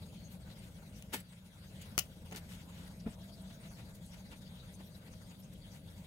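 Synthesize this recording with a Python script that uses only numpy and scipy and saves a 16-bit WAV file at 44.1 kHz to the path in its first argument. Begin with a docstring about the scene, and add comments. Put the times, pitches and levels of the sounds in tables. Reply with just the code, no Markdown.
"""A low room hum and a soft hiss, and over them a nib scratching faintly on paper, close above a
cloth-covered table. A pen is slid down among paint tubes, which ring as it knocks them. The cap of a
fineliner is pulled off with a crack and a pop of freed air, then pushed onto its back end. A hand lands
on the sketchbook and the writing goes on. Friction makes the hiss, swishes and squeaks; impacts excite
the damped modes of cap, tubes and table."""
import sys
import numpy as np
from scipy import signal
from scipy.fft import rfft, irfft
from scipy.io import wavfile
from scipy.ndimage import uniform_filter1d

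SR = 44100
rng = np.random.default_rng(int(sys.argv[2]) if len(sys.argv) > 2 else 0)


def int16_out(signal):
    """Quantize to a 16-bit WAV file."""
    q = np.round(np.clip(np.atleast_2d(signal).T, -1, 1) * 32767)
    wavfile.write(sys.argv[1], SR, q.astype(np.int16))


N = 267422
TIME, FREQ = np.arange(N) / SR, np.arange(N // 2 + 1) * SR / N + 1e-3

# Spectrum of the contacts as heard; the last row cuts the top near 16 kHz.
# Each row: frequency in Hz, gain in dB.
CONTACT_COLOUR = [(150, -32), (260, 4), (640, 0.5), (900, 0), (1230, -4), (1510, -1), (2400, -1),
                  (3200, -2.5), (6760, -15.5), (7760, -12.5), (11100, -17.5), (12800, -18), (15600, -25),
                  (16200, -41)]
# Modes of the pen, its clip and the paint tubes. Each row: frequency in Hz, level in dB, t60 in seconds.
PEN_AND_TUBE_MODES = [(282, -54, 0.048), (455, -37, .11), (633, -32.5, 0.06), (1822, -29, 0.081),
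                      (2120, -27, 0.063), (2370, -27.5, 0.09), (2640, -30, 0.063), (3050, -28, 0.054),
                      (3800, -39, 0.065), (7500, -51, 0.03), (8120, -20, 0.055), (10900, -13, 0.034),
                      (11700, -8, 0.02), (14000, -9, 0.013), (15600, -2, .016)]


def undb(db):
    """Decibels to amplitude gain."""
    return 10 ** (np.asarray(db) / 20)


def along_hz(points, hz):
    """Interpolate (Hz, value) points on a log-frequency axis."""
    f, value = np.transpose(points)
    return np.interp(np.log(hz), np.log(f), value)


def unit(x):
    """Scale to rms 1."""
    return x / np.sqrt(np.mean(x ** 2))


def pan(db):
    """Left and right gains for a level difference, left minus right."""
    return undb(np.array([[db], [-db]]) / 2)


def add(out, start_s, sound):
    """Superposition: mix a sound in at its start time."""
    i = int(start_s * SR)
    out[..., i:i + sound.shape[-1]] += sound[..., :N - i]


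def convolve(x, response):
    """Linear filtering: pass a sound through an impulse response."""
    return signal.fftconvolve(np.atleast_2d(x), np.atleast_2d(response), axes=-1)[:, :x.shape[-1]]


def impulse(colour, tilt_db, size=512):
    """Minimum-phase impulse of a given colour, tilted about 4 kHz by tilt_db per octave."""
    hz = np.maximum(np.arange(size // 2 + 1) * SR / size, 1)
    octaves = np.log2(np.maximum(hz, 500) / 4000)
    cepstrum = irfft(np.log(undb(along_hz(colour, hz) + tilt_db * octaves)))
    cepstrum[1:size // 2] *= 2
    cepstrum[size // 2 + 1:] = 0
    return irfft(np.exp(rfft(cepstrum)))


def resonance(centre_hz, half_width_hz, hz=FREQ):
    """Lorentzian resonance curve with a peak of 1."""
    return 1 / (1 + ((hz - centre_hz) / half_width_hz) ** 2)


def ring(modes, size=10000):
    """Free vibration after a blow: a sum of exponentially damped modes."""
    t = np.arange(size) / SR
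    return sum(undb(db) * np.sin(2 * np.pi * hz * t) * np.exp(-np.log(1000) * t / t60)
               for hz, db, t60 in modes)


def scatter(t60, size=16000):
    """Diffuse decay: fading noise of energy 1, independent at each microphone."""
    t = np.arange(size) / SR
    tail = rng.standard_normal((2, size)) * np.exp(-np.log(1000) * t / t60)
    return tail / np.sqrt(np.sum(tail ** 2, axis=1, keepdims=True))


def wander(rate_hz):
    """Smooth random modulation of rms 1."""
    step = int(SR / rate_hz)
    stairs = np.repeat(rng.standard_normal(N // step + 1), step)
    return unit(uniform_filter1d(stairs, step)[:N])


def stereo_noise(gain):
    """Correlation sets width: noise centred in the bass, wide in the middle, nearly mono at the top."""
    # Likeness of the channels. Each row: frequency in Hz, left-right correlation.
    correlation = [(60, 1), (200, 0.96), (400, 0.77), (700, 0.75), (1300, -0.16), (3000, -0.18),
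                   (4500, -0.31), (8000, 0.99), (15000, 0.98)]
    # Balance of the channels. Each row: frequency in Hz, left minus right in dB.
    balance = [(60, 1.5), (700, 1), (1300, 4), (2400, 2), (4400, 7), (8000, 1.5), (15000, -1.5)]
    alike = np.clip(along_hz(correlation, FREQ), -1, 1)
    sign = np.array([[1], [-1]])
    mid, side = rng.standard_normal((2, len(FREQ))) + 1j * rng.standard_normal((2, len(FREQ)))
    spectra = mid * np.sqrt(1 + alike) + sign * side * np.sqrt(1 - alike)
    return unit(irfft(spectra * gain * undb(sign * along_hz(balance, FREQ) / 2), N))


def room_hum(modes_db=52, swell_hz=658, swell_db=-66.5, swell_at_s=3.45, swell_rise_s=.38):
    """Room resonance: narrow bands stand out of a low rumble, and a faint higher note swells once."""
    # Spectrum of the rumble. Each row: frequency in Hz, gain in dB.
    rumble_colour = [(15, -39), (25, -3), (60, 0), (112, -0.5), (140, -3), (180, -1.5), (225, -11.5),
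                     (300, -16), (380, -22), (550, -15), (680, -25), (850, -33), (1500, -51)]
    # Room resonances. Each row: frequency in Hz, half-width in Hz, relative level in dB.
    room_modes = [(183, 21.5, -56), (449, 23, -84.5), (633, 32, -74.5)]
    # The level dips briefly. Each row: time in seconds, gain in dB.
    envelope = [(0, -50.5), (1.2, -52.5), (1.27, -58.5), (1.55, -56.5), (1.72, -51.5), (6.06, -52.5)]
    rumble = stereo_noise(undb(along_hz(rumble_colour, FREQ)))
    drone = sum(undb(db) * stereo_noise(resonance(hz, width)) for hz, width, db in room_modes)
    note = undb(swell_db) * stereo_noise(resonance(swell_hz, half_width_hz=23))
    swell = note * np.exp(-((TIME - swell_at_s) / swell_rise_s) ** 2)
    return (rumble + undb(modes_db) * drone) * undb(np.interp(TIME, *np.transpose(envelope))) + swell


def barrel_gain():
    """Resonant filtering: the pen's barrel lifts narrow bands of its friction noise."""
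    # Resonances of the pen. Each row: frequency in Hz, half-width in Hz, gain in dB.
    peaks = [(1498, 13, 3), (1980, 23, 2.5), (2225, 33, 5.5), (3980, 32, 5), (4690, 45, 5.5),
             (6590, 51, 4.5), (6900, 33, 4.5)]
    return 1 + sum((undb(db) - 1) * resonance(hz, width) for hz, width, db in peaks)


def paper_hiss(level_db=1, waver_db=1.6, flicker_db=2.7, patch_s=.03, patch_hz=600, size=512):
    """Broadband friction: skin brushes paper, flickering in brief narrow patches as the hand moves."""
    # Strength of the rubbing. Each row: time in seconds, level in dB.
    envelope = [(0.0, -64), (1.01, -66.5), (1.25, -69), (1.45, -68), (1.84, -61), (2.21, -65.5),
                (2.5, -63.5), (2.85, -63), (2.97, -67), (3.19, -66), (3.66, -64), (5.43, -67), (5.5, -69),
                (5.6, -66), (5.83, -67.5), (5.93, -64), (6.06, -62.5)]
    # Spectrum of the hiss as heard; the last row cuts the top near 16 kHz.
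    # Each row: frequency in Hz, gain in dB.
    hiss_colour = [(450, -42), (800, 1), (1150, -4.5), (1450, -1.5), (1900, -7.5), (3700, -4.5),
                   (5300, -10), (6600, -11), (7450, -14.5), (8400, -10.5), (11000, -12.5), (14000, -16.5),
                   (15600, -16.5), (16200, -34)]
    hiss = stereo_noise(undb(along_hz(hiss_colour, FREQ)) * barrel_gain())
    reflections = undb(-14) * convolve(hiss, scatter(t60=.025)[0])  # off hand and pad: a comb filter
    frames = signal.stft(unit(hiss + reflections), nperseg=size)[2]
    across_hz = np.hanning(2 * int(patch_hz * size / SR) + 3)
    across_time = np.hanning(2 * int(patch_s * 2 * SR / size) + 3)
    speckle = rng.standard_normal(frames.shape[1:])
    patches = unit(signal.fftconvolve(speckle, np.outer(across_hz, across_time), mode="same"))
    hiss = signal.istft(frames * undb(flicker_db * patches), nperseg=size)[1][:, :N]
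    return hiss * undb(level_db + np.interp(TIME, *np.transpose(envelope)) + waver_db * wander(55))


def light_strokes(count=40, mean_s=.02, low_hz=2900, octaves=1.9, half_width_hz=350, top_db=-69):
    """Stratified timing: each light stroke falls at random within its own share of the writing time."""
    # The pen is on the paper. Each row: start in seconds, end in seconds.
    writing = [(0, .9), (3.2, 6.06)]
    on_paper = TIME[np.any([(TIME > start) & (TIME < end) for start, end in writing], axis=0)]
    chance, length, pitch, lightness = rng.random((count, 4)).T
    times = np.quantile(on_paper, (np.arange(count) + chance) / count)
    centres_hz = low_hz * 2 ** (octaves * pitch)
    levels_db = top_db - 7 * pitch - 1.5 * lightness  # higher and lighter strokes are fainter
    return list(zip(times, mean_s * (.5 + length), centres_hz, np.full(count, half_width_hz), levels_db))


def nib_squeaks(level_db=4, pan_db=1, grain_db=3, glide_hz=50):
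    """Stick-slip friction: each stroke makes the nib chatter in a narrow band that glides a little."""
    # The firmest squeaks of nib, skin and cap. Each row: middle in seconds, length in seconds,
    # centre in Hz, half-width in Hz, relative level in dB.
    firm_strokes = [(0.037, 0.029, 3850, 300, -65), (0.167, 0.15, 3170, 300, -72.5),
                    (0.222, 0.18, 4350, 200, -72), (0.26, 0.038, 6460, 350, -65.5),
                    (0.324, .035, 13600, 1100, -69), (0.516, 0.044, 3880, 400, -64),
                    (0.593, 0.014, 8650, 450, -67), (0.838, 0.023, 910, 130, -67.5),
                    (0.968, 0.049, 5900, 403, -69), (1.326, 0.059, 8500, 600, -72),
                    (1.765, 0.046, 3250, 300, -69), (1.825, 0.05, 2820, 450, -65),
                    (1.818, 0.023, 7150, 700, -65), (2.327, .012, 6500, 550, -61),
                    (2.37, 0.025, 4170, 600, -59), (2.373, 0.024, 5960, 900, -64),
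                    (3.005, 0.021, 5330, 800, -66.5), (3.114, .028, 8700, 1100, -67.5),
                    (3.14, 0.02, 5900, 700, -68), (3.338, 0.034, 4730, 500, -65),
                    (3.421, 0.015, 9900, 1100, -66), (3.617, 0.026, 9040, 550, -68),
                    (3.698, .022, 6150, 350, -69), (4.065, 0.017, 10800, 900, -67.5),
                    (4.126, 0.031, 5630, 350, -67.5), (4.47, 0.044, 4700, 450, -68),
                    (4.606, 0.043, 3860, 230, -62.5), (4.746, 0.019, 6350, 250, -65.5),
                    (4.754, 0.028, 9600, 1200, -66), (4.87, 0.044, 12200, 550, -70),
                    (4.953, .022, 4000, 230, -68), (5.132, .024, 6150, 550, -66),
                    (5.302, 0.031, 6830, 330, -66.5), (5.352, .035, 3600, 200, -71),
                    (5.402, .028, 12100, 800, -69), (5.446, 0.019, 6400, 250, -70),
                    (5.626, 0.02, 4520, 220, -67), (5.72, 0.026, 6040, 350, -70.5),
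                    (5.886, 0.023, 3480, 300, -66.5)]
    out = np.zeros((2, N))
    fibres = stereo_noise(barrel_gain()) * undb(grain_db * rng.standard_normal(N))
    t = (np.arange(SR // 4) - SR // 8) / SR
    hz = np.fft.fftfreq(len(t), 1 / SR)
    for middle, length, centre_hz, width_hz, db in firm_strokes + light_strokes():
        at = np.round((middle + t) * SR).astype(int)
        band = np.fft.ifft(np.fft.fft(fibres[:, at % N]) * resonance(centre_hz, width_hz, hz))
        glide = np.exp(1j * np.pi * glide_hz / length * rng.standard_normal() * t ** 2)
        squeak = undb(db) * unit((band * glide).real) * np.exp(-(2 * t / length) ** 2)
        add(out, max(middle + t[0], 0), squeak[:, at >= 0])
    return undb(level_db) * pan(pan_db) * out


def slides(pan_db=1, grain_db=3, ring_db=-12, fall_to_rise=1.29):
    """Forced vibration: dense tiny slips swell and die away, driving the modes of pen and tubes."""
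    # Plastic and skin slide over cloth and paper. Each row: peak time in seconds, rise in seconds,
    # level in dB, treble tilt in dB per octave, coupling to pen and tubes from 0 to 1.
    moves = [(.325, .018, -62, 6, 0), (.51, 0.02, -61, 2, 0), (.636, 0.03, -61.5, 2.5, 0),
             (.98, 0.037, -62.5, 4, 0.1), (1.1413, 0.011, -38, 1.5, 0.84), (1.166, 0.007, -57, 4, 0.6),
             (1.181, 0.025, -56, 2.5, 0.5), (1.33, 0.011, -61.5, 1, 0.4), (1.82, 0.0071, -56, 7, 0.1),
             (2.326, 0.0099, -52.5, -2.5, 0.45), (2.35, 0.0058, -49, -1, 0.4), (2.374, 0.013, -51, 3, 0.4),
             (2.521, 0.036, -57.5, 3, 0.1), (2.79, 0.075, -61.5, 0, 0.26),
             (3.072, 0.013, -49.5, -5.5, 0.15), (3.117, 0.026, -63.5, 1.5, .1), (3.507, 0.0081, -57, 0, 0),
             (3.653, 0.026, -60.5, 0.5, 0), (3.79, 0.026, -59.5, 1, 0), (3.953, 0.009, -62, 9, 0),
             (4.141, 0.013, -58, 1.5, 0), (4.329, 0.015, -54.5, -0.5, 0.1), (4.805, 0.016, -58, -2.5, 0.3),
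             (5.074, 0.014, -60.5, -1.5, 0.1), (5.136, 0.006, -59.5, -0.5, 0), (5.535, 0.0074, -62.5, 7, 0),
             (5.761, 0.018, -62, 2, 0.3)]
    rubbing, shaking = np.zeros((2, 2, N))
    slips = unit(stereo_noise(1) * undb(grain_db * wander(4000)))
    for peak, rise, db, tilt_db, coupling in moves:
        near = np.abs(TIME - peak) < .2
        t = TIME[near] - peak
        pressure = undb(db) * np.exp(-(t / np.where(t < 0, rise, rise * fall_to_rise)) ** 2)
        colour = impulse(CONTACT_COLOUR, tilt_db)
        swish = convolve(slips[:, near] * pressure, colour / np.sqrt(np.sum(colour ** 2)))
        add(rubbing, TIME[near][0], swish)
        add(shaking, TIME[near][0], coupling * swish)
    return pan(pan_db) * (rubbing + undb(ring_db) * convolve(shaking, ring(PEN_AND_TUBE_MODES)))


def cap_clicks(level_db=-4, chatter_db=-6.5, ring_db=-9, far_delay_samples=9):
    """Shell and cavity resonance: a burst of slips and chatter rings the cap and pops the air inside."""
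    # Sharp plastic contacts. Each row: start in seconds, relative level in dB, pop from 0 to 1,
    # treble tilt in dB per octave, left minus right in dB.
    contacts = [(1.0242, -24, .01, -0.5, 2.5), (1.9789, 1.5, .6, -2, 7), (1.9797, -4.5, .8, -1.8, 7),
                (1.9887, -5, .03, 2.5, 8), (1.9918, -10, .03, 2, 8), (1.9931, -6.5, .03, 1.5, 8),
                (1.9950, -7, .03, 1.5, 8), (2.3128, -28, 0.5, -4, 6), (2.3241, -20, 0.98, -6.5, 2),
                (2.3282, -23.5, 0.7, -2.5, 6), (2.3617, -20.5, 0.1, 2, -1.5), (4.317, -35, .7, -7, 6)]
    # Spectrum of a click. Each row: frequency in Hz, gain in dB.
    click_colour = [(150, -66), (600, -5.5), (1000, -10.5), (1400, -33), (1800, -2.5), (2700, 5),
                    (3700, -5), (4600, 2), (6300, 3.5), (7200, 6), (7700, -1), (9000, -1.5), (11000, -4),
                    (13000, -0.5), (15500, -1.5)]
    # Shading at the far, right microphone. 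Each row: frequency in Hz, gain in dB.
    far_colour = [(400, 2), (2500, 0.5), (5500, -5.5), (9500, 2), (14000, 0.5)]
    # The hollow cap and barrel. Each row: frequency in Hz, level in dB, t60 in seconds.
    shell_modes = [(2630, -24, 0.06), (2907, -23.5, 0.065), (3190, -35, 0.083), (5470, -40, .054),
                   (6030, -34, 0.045), (6140, -32, 0.035), (6700, -29, 0.032), (7100, -33, 0.03),
                   (10510, -29, 0.038), (14700, -33, 0.025), (15480, -32, .025)]
    # The air freed from the cap. Each row: frequency in Hz, level in dB, t60 in seconds.
    air_modes = [(205, -54, 0.27), (444, -27, 0.016), (1360, -19, 0.0069)]
    out = np.zeros((2, N))
    shell, air = undb(ring_db) * ring(shell_modes), ring(air_modes)
    for start, db, pop, tilt_db, pan_db in contacts:
        slip_spectrum = rfft(scatter(t60=.0013, size=1024)[0])
        snap = irfft(slip_spectrum / np.sqrt(np.abs(slip_spectrum)))[:128]  # partly whitened
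        force = undb(chatter_db) * scatter(t60=.007, size=10000)
        add(force, 0, snap)
        crack = convolve(force, impulse(click_colour, tilt_db))
        add(out, start, undb(db) * pan(pan_db) * (crack + shell + pop * air))
    out[1] = np.roll(convolve(out[1], impulse(far_colour, 0))[0], far_delay_samples)
    return undb(level_db) * out


def tube_clatter(tilt_db=3, ring_db=-17, pan_db=8):
    """Impact excitation: hard edges of the pen strike the paint tubes and set their modes ringing."""
    # Blows of the pen as it goes down. Each row: start in seconds, level in dB.
    strikes = [(1.1348, -42), (1.137, -33), (1.1402, -29), (1.1443, -30), (1.145, -40), (1.1765, -48)]
    blows = np.zeros(N)
    for start, db in strikes:
        blows[int(start * SR)] = undb(db)
    colour = impulse(CONTACT_COLOUR, tilt_db)
    cracks = convolve(blows, colour / np.max(np.abs(colour)))
    return pan(pan_db) * (cracks + undb(ring_db) * convolve(cracks, ring(PEN_AND_TUBE_MODES)))


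def table_knocks(pan_db=1.5):
    """Contact time limits bandwidth: soft pushes ring the table's low modes, hard taps the high too."""
    # Knocks on pad and table. Each row: start in seconds, level in dB, contact time in seconds.
    thumps = [(1.170, -57, 0.002), (1.923, -41, 0.0043), (2.326, -48.5, 0.00096), (2.346, -60, 0.0017),
              (2.372, -51.5, 0.00085), (3.0604, -30.5, 0.0049), (3.0633, -54, 0.00045),
              (3.066, -33, 0.0015), (3.0715, -58, .0004), (3.0824, -35.5, 0.005)]
    # Modes of the table. Each row: frequency in Hz, level in dB, t60 in seconds.
    table_modes = [(195, 0, 0.069), (216, 2.5, 0.053), (448, -4.5, 0.062), (685, -8.5, 0.084),
                   (1390, 2, 0.041), (1490, -10, .035), (2390, 0, 0.024)]
    out = np.zeros(N)
    for start, db, contact_s in thumps:
        force = np.hanning(max(int(contact_s * SR), 3))
        add(out, start, undb(db) * np.convolve(ring(table_modes), force / force.sum()))
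    return pan(pan_db) * out


def clip_ticks(snap_db=4, pan_db=1.5):
    """Small stiff parts ring high: the pen's metal clip ticks as it comes to rest."""
    contacts = [(1.1965, -65), (1.2026, -51), (1.2052, -60)]
    clip_modes = [(7900, -2, 0.049), (11030, 0, 0.044), (13800, -3, .012), (15400, -2, 0.012)]
    out = np.zeros(N)
    for start, db in contacts:
        snap = np.diff(scatter(t60=.004, size=10001)[0])
        add(out, start, undb(db) * (ring(clip_modes) + undb(snap_db) * snap))
    return pan(pan_db) * out


def scene(near_db=-11, near_t60=.12, room_db=-20, room_t60=.15):
    """Direct and reflected sound add: the pens echo off the table and a faint room, dulled by cloth."""
    # Spectrum of the reflections. Each row: frequency in Hz, gain in dB.
    echo_colour = [(300, -1.5), (1300, 2.5), (2800, 1.5), (5000, 0.5), (10000, -6.5), (15000, -1)]
    pens = cap_clicks() + slides() + tube_clatter()
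    reflections = undb(near_db) * scatter(near_t60) + undb(room_db) * scatter(room_t60)
    echoes = convolve(pens, convolve(reflections, impulse(echo_colour, 0)))
    return pens + echoes + table_knocks() + clip_ticks() + nib_squeaks() + paper_hiss() + room_hum()


def record(dry):
    """Band limiting: a high-pass thins the deepest bass and a steep low-pass cuts the top."""
    low_hz, top_hz = 45, 16100
    thinned = signal.sosfilt(signal.butter(2, low_hz, "high", fs=SR, output="sos"), dry)
    return signal.sosfilt(signal.ellip(10, .2, 80, top_hz, fs=SR, output="sos"), thinned)


dry = scene()
out = record(dry)
int16_out(out)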